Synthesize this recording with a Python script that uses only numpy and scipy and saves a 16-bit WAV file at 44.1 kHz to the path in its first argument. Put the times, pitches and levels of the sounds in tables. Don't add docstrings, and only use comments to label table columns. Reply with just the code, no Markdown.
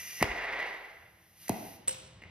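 import sys
import numpy as np
from scipy import signal
from scipy.fft import rfft, irfft
from scipy.io import wavfile

SR = 44100
rng = np.random.default_rng(int(sys.argv[2]) if len(sys.argv) > 2 else 0)


def int16_out(signal):
    q = np.round(np.clip(np.atleast_2d(signal).T, -1, 1) * 32767)
    wavfile.write(sys.argv[1], SR, q.astype(np.int16))


N = 101429
T = np.arange(N) / SR
FREQS = np.fft.rfftfreq(2 * N, 1 / SR)

# frequency in Hz, T60 in seconds.
HALL_T60 = [(60, .6), (250, .8), (800, .95), (3000, .85), (8000, .57), (16000, .25)]
# frequency in Hz, side minus mid in dB.
HALL_WIDTH = [(60, -15), (250, -8), (600, -6), (1300, 0), (2300, -1), (5000, -5), (8000, -13), (16000, -9)]
# frequency in Hz, level in dB.
HUM_TONES = [(328.4, -78)]
# time in seconds, level in dB.
RUMBLE_ENVELOPE = [(0, -62), (.8, -80.5), (1.0, -67.5), (1.4, -67.5), (1.84, -61), (1.9, -55.5),
                   (2.12, -59), (2.3, -55)]
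VALVE_ENVELOPE = [(0, -48.5), (.215, -49), (.25, -96), (.5, -95), (.63, -72), (1.15, -72.5), (1.35, -67),
                  (1.43, -53.5), (1.66, -54.5), (1.76, -58), (1.79, -81), (2.1, -100)]
BEAD_ENVELOPE = [(.19, -61.5), (.21, -36.5), (.235, -37), (.255, -36.5), (.34, -39.5), (.41, -36),
                 (.63, -35.5), (.73, -42), (.87, -49), (1.05, -59.5), (1.3, -72)]
# frequency in Hz, relative density in dB.
RUMBLE_SPECTRUM = [(25, -28), (60, 3), (95, 6), (130, 2.5), (175, 4.5), (260, -11.5), (600, -10.5),
                   (1300, -16.5), (3000, -15), (8000, -37), (16000, -64)]
TICK_SPECTRUM = [(600, 8.5), (1500, -2), (2150, 12), (2800, 0), (3800, -23), (9000, -33)]
KNOCK_SPECTRUM = [(60, -12), (500, 4.5), (1300, -1.5), (2700, 5), (4500, 2.5), (7000, 1.5), (12000, -9.5),
                  (16000, -17)]
JET_SPECTRUM = [(100, -15), (600, -1), (1500, 4.5), (2400, 6.5), (4200, 8), (6100, 8), (7200, 0.5),
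                (10500, 13.5), (14000, 13), (16000, -11)]
BEAD_GAP_SPECTRUM = [(60, -23.5), (220, -15), (400, -2), (750, 1.5), (1300, -4), (2100, 5), (2800, -12),
                     (3400, -12), (5000, -21.5), (7000, -50.5), (10000, -63), (16000, -44)]
CRACK_SPECTRUM = [(100, -10), (400, 9.5), (900, -30), (1900, 4), (2800, -5.5), (4500, -10), (8000, -18.5),
                  (16000, -40)]
SPIT_SPECTRUM = [(500, -6), (2500, -18.5), (4500, 12.5), (12000, 17), (16000, 6.5)]
# frequency in Hz, width in Hz (floored at 45),
# relative level in dB when driven at the bead, the same when driven at the valve.
RIM_MODES = [(1968, 65, 3.5, 3), (2105, 33, -3.5, -3), (2393, 69, -10, -2.5), (2780, 81, -6.5, 1),
             (4950, 85, -22.5, -3), (6023, 300, -26.5, -0.5), (12930, 50, -60.5, -10)]
# time in seconds, level in dB.
RIM_TICKS = [(2.2198, -45), (2.224, -44.5), (2.2375, -40.5), (2.255, -50)]
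# frequency in Hz, relative level in dB, T60 in seconds.
CHUCK_MODES = [(7912, 0, .052), (8200, -10, .055), (11380, -29, .02), (2850, -24, .04), (1960, -25, .04),
               (522, -33, .6)]
# time in seconds, knock level in dB, ring level in dB.
CHUCK_BOUNCES = [(1.8763, -33, -28), (1.8805, -33, -16), (1.8845, -38, -38), (1.8932, -31, -25),
                 (1.910, -38, -33), (1.9285, -40, -44), (1.946, -43, -50)]
# time in seconds, relative level in dB.
BEAD_CHATTERS = [(.211, -33), (.317, -32), (.536, -36), (.629, -36)]
# time in seconds, level in dB, rise and decay in seconds,
# relative rim ring in dB, hall send in dB.
BEAD_CRACKS = [(0.228, -16.5, 0.002, .0011, -5, -8), (0.244, -28.5, 0.002, 0.0018, -6.5, -0.5),
               (1.4809, -39, 0.00033, 0.001, -6, 8.5), (1.4955, -34.5, 0.00043, 0.0027, -11.5, -1)]
# time in seconds, level in dB, decay in seconds.
AIR_SPITS = [(0.2258, -21, 0.00093), (1.4824, -31.5, 0.0011), (1.494, -24.5, 0.0014)]
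# start in seconds, start and end pitch in Hz, swell in seconds,
# level in dB, hall send in dB.
SIDEWALL_SNAPS = [(.2152, 235, 158, 0.0025, -23, -15), (.2267, 1060, 590, 0.00049, -9, -7.5),
                  (.236, 140, 54.7, 0.0037, -29, -12), (.297, 60.6, 53, 0.0091, -39.5, -6),
                  (1.4942, 810, 665, 0.0011, -20.5, -0.5), (1.4973, 447, 55, 0.0029, -20, -6),
                  (1.512, 110, 65.5, 0.0044, -39, -10)]
# frequency in Hz, left minus right in dB.
PORT_BALANCE_DB = [(250, 0.5), (2200, -0.8), (4500, -0.16)]
# frequency in Hz, left minus right in radians.
PORT_PHASE_RAD = [(30, 0), (250, -.1), (700, -.25), (2500, -.6), (4500, -1.2), (6000, -1.7), (7900, -3.08),
                  (11800, -6.3), (14000, -8.2), (15500, -9.4)]

SEATED_S = 0.24


def amp(db):
    return 10 ** (np.asarray(db) / 20)


def unit(x):
    return x / np.sqrt(np.mean(x ** 2))


def curve(rows):
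    return amp(np.interp(T, *np.array(rows).T))


def at_hz(points, hz):
    points_hz, values = np.array(points).T
    return np.interp(np.log(hz + 1e-3), np.log(points_hz), values)


def shape(x, response):
    return irfft(rfft(x, 2 * N) * response)[..., :N]


def noise(spectrum):
    return unit(shape(rng.standard_normal(N), amp(at_hz(spectrum, FREQS))))


def drift(rate_hz):
    return 1.2 * np.interp(T * rate_hz, np.arange(2000), rng.standard_normal(2000))


def burst(x, at_s, rise_s, decay_s):
    env = np.exp(-np.maximum((at_s - T) / rise_s, (T - at_s) / decay_s))
    return x * env * np.sqrt(np.sum(env ** 2) / np.sum((x * env) ** 2))


def mode(at_s, hz, t60_s):
    age_s = np.maximum(T - at_s, 0)
    return np.sin(2 * np.pi * hz * age_s) * amp(-60 * age_s / t60_s)


def hall_response():
    centres_hz, build_s = np.geomspace(60, 16000, 9), 0.0031
    mid, side = rng.standard_normal((2, N))
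    width = amp(at_hz(HALL_WIDTH, FREQS))
    norm = np.hypot(1, width)
    pair = shape(mid, 1 / norm) + np.array([[1], [-1]]) * shape(side, width / norm)
    tail = 0
    for hz, weights in zip(centres_hz, np.eye(len(centres_hz))):
        band = shape(pair, at_hz(list(zip(centres_hz, weights)), FREQS))
        tail += band * amp(-60 * T / at_hz(HALL_T60, hz))
    onset = 1 - np.exp(-T / build_s)
    return rfft(tail * onset / np.sqrt(SR / np.log(1e6)), 2 * N)


def place(x, hall, send_db):
    return shape(x, 1 + amp(send_db) * hall)


def shop_background(hall):
    hum = sum(amp(db + 2 * drift(7.5)) * np.sin(2 * np.pi * hz * T) for hz, db in HUM_TONES)
    rumble = noise(RUMBLE_SPECTRUM) * curve(RUMBLE_ENVELOPE)
    return place(rumble, hall, send_db=-10.5) + np.sqrt(2) * hum


def rim_ring(at_valve=False):
    power = 0
    for hz, width_hz, bead_db, valve_db in RIM_MODES:
        loss = 1j * FREQS * max(width_hz, 45)
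        gain = amp(valve_db if at_valve else bead_db)
        power += np.abs(gain * loss / (hz ** 2 - FREQS ** 2 + loss)) ** 2
    return unit(shape(rng.standard_normal(N), np.sqrt(power)))


def rim_ticks(hall):
    body = unit(noise(TICK_SPECTRUM) + amp(-3.5) * rim_ring())
    ticks = sum(amp(db) * burst(body, at_s, rise_s=0.00066, decay_s=0.002) for at_s, db in RIM_TICKS)
    return place(ticks, hall, send_db=-1)


def chuck_drop(hall):
    knocks, rings, contact = 0, 0, noise(KNOCK_SPECTRUM)
    for at_s, knock_db, ring_db in CHUCK_BOUNCES:
        knocks += amp(knock_db) * burst(contact, at_s, rise_s=0.00035, decay_s=0.0015)
        rings += sum(amp(ring_db + db) * mode(at_s, hz, t60_s) for hz, db, t60_s in CHUCK_MODES)
    return place(knocks, hall, send_db=1.5) + place(rings, hall, send_db=-11)


def valve_hiss(hall):
    ring_db = np.where(T < SEATED_S, 2, -6.5)
    air = noise(JET_SPECTRUM) + amp(ring_db) * rim_ring(at_valve=True)
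    flicker_db = 0.34 * drift(rate_hz=34.3)
    return place(air * amp(flicker_db) * curve(VALVE_ENVELOPE), hall, send_db=-1.5)


def bead_rush(hall):
    ring_db, send_db, chatter_top_hz = -4.5, -5.5, 3500
    ring = rim_ring()
    throb = unit(ring * amp(2.2 * drift(rate_hz=70)))
    air = noise(BEAD_GAP_SPECTRUM) + amp(ring_db) * throb
    flutter_db = 0.9 * drift(rate_hz=110)
    rush = unit(air * amp(flutter_db)) * curve(BEAD_ENVELOPE)
    dull_ring = unit(shape(ring, 1 / (1 + (FREQS / chatter_top_hz) ** 2) ** 2))
    chatter = sum(amp(db) * burst(dull_ring, at_s, rise_s=0.003, decay_s=0.003)
                  for at_s, db in BEAD_CHATTERS)
    return place(rush + chatter, hall, send_db) / np.hypot(1, amp(send_db))


def sidewall(hall):
    snaps = 0
    for at_s, start_hz, end_hz, swell_s, db, send_db in SIDEWALL_SNAPS:
        progress = np.maximum(T - at_s, 0) / swell_s
        hz = end_hz + (start_hz - end_hz) * np.exp(-progress / 2)
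        phase_rad = 2 * np.pi * np.cumsum(hz * (progress > 0)) / SR
        swing = -progress * np.exp(1 - progress) * np.sin(phase_rad)
        snaps += amp(db) * place(swing, hall, send_db)
    rocking = amp(-50) * mode(SEATED_S, hz=46.8, t60_s=1.72)
    return snaps + rocking


def bead_pops(hall):
    pops, slap, spit, ring = 0, noise(CRACK_SPECTRUM), noise(SPIT_SPECTRUM), rim_ring()
    for at_s, db, rise_s, decay_s, ring_db, send_db in BEAD_CRACKS:
        crack = burst(slap, at_s, rise_s, decay_s)
        ringing = amp(ring_db) * burst(ring, at_s, rise_s, decay_s=0.0043)
        pops += amp(db) * place(crack + ringing, hall, send_db)
    for at_s, db, decay_s in AIR_SPITS:
        puff = burst(spit, at_s, rise_s=0.00027, decay_s=decay_s)
        pops += amp(db) * place(puff, hall, send_db=-10.5)
    return pops


def scene():
    hall = hall_response()
    tyre = valve_hiss(hall) + bead_rush(hall) + bead_pops(hall) + sidewall(hall)
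    return tyre + chuck_drop(hall) + rim_ticks(hall) + shop_background(hall)


def record(dry):
    top_hz = 15800
    left_gain = amp(at_hz(PORT_BALANCE_DB, FREQS) / 2)
    ports = np.array([left_gain * np.exp(1j * at_hz(PORT_PHASE_RAD, FREQS)), 1 / left_gain])
    lowpass = signal.ellip(8, .2, 70, top_hz, fs=SR, output="sos")
    return signal.sosfilt(lowpass, shape(dry, ports))


dry = scene()
out = record(dry)
int16_out(out)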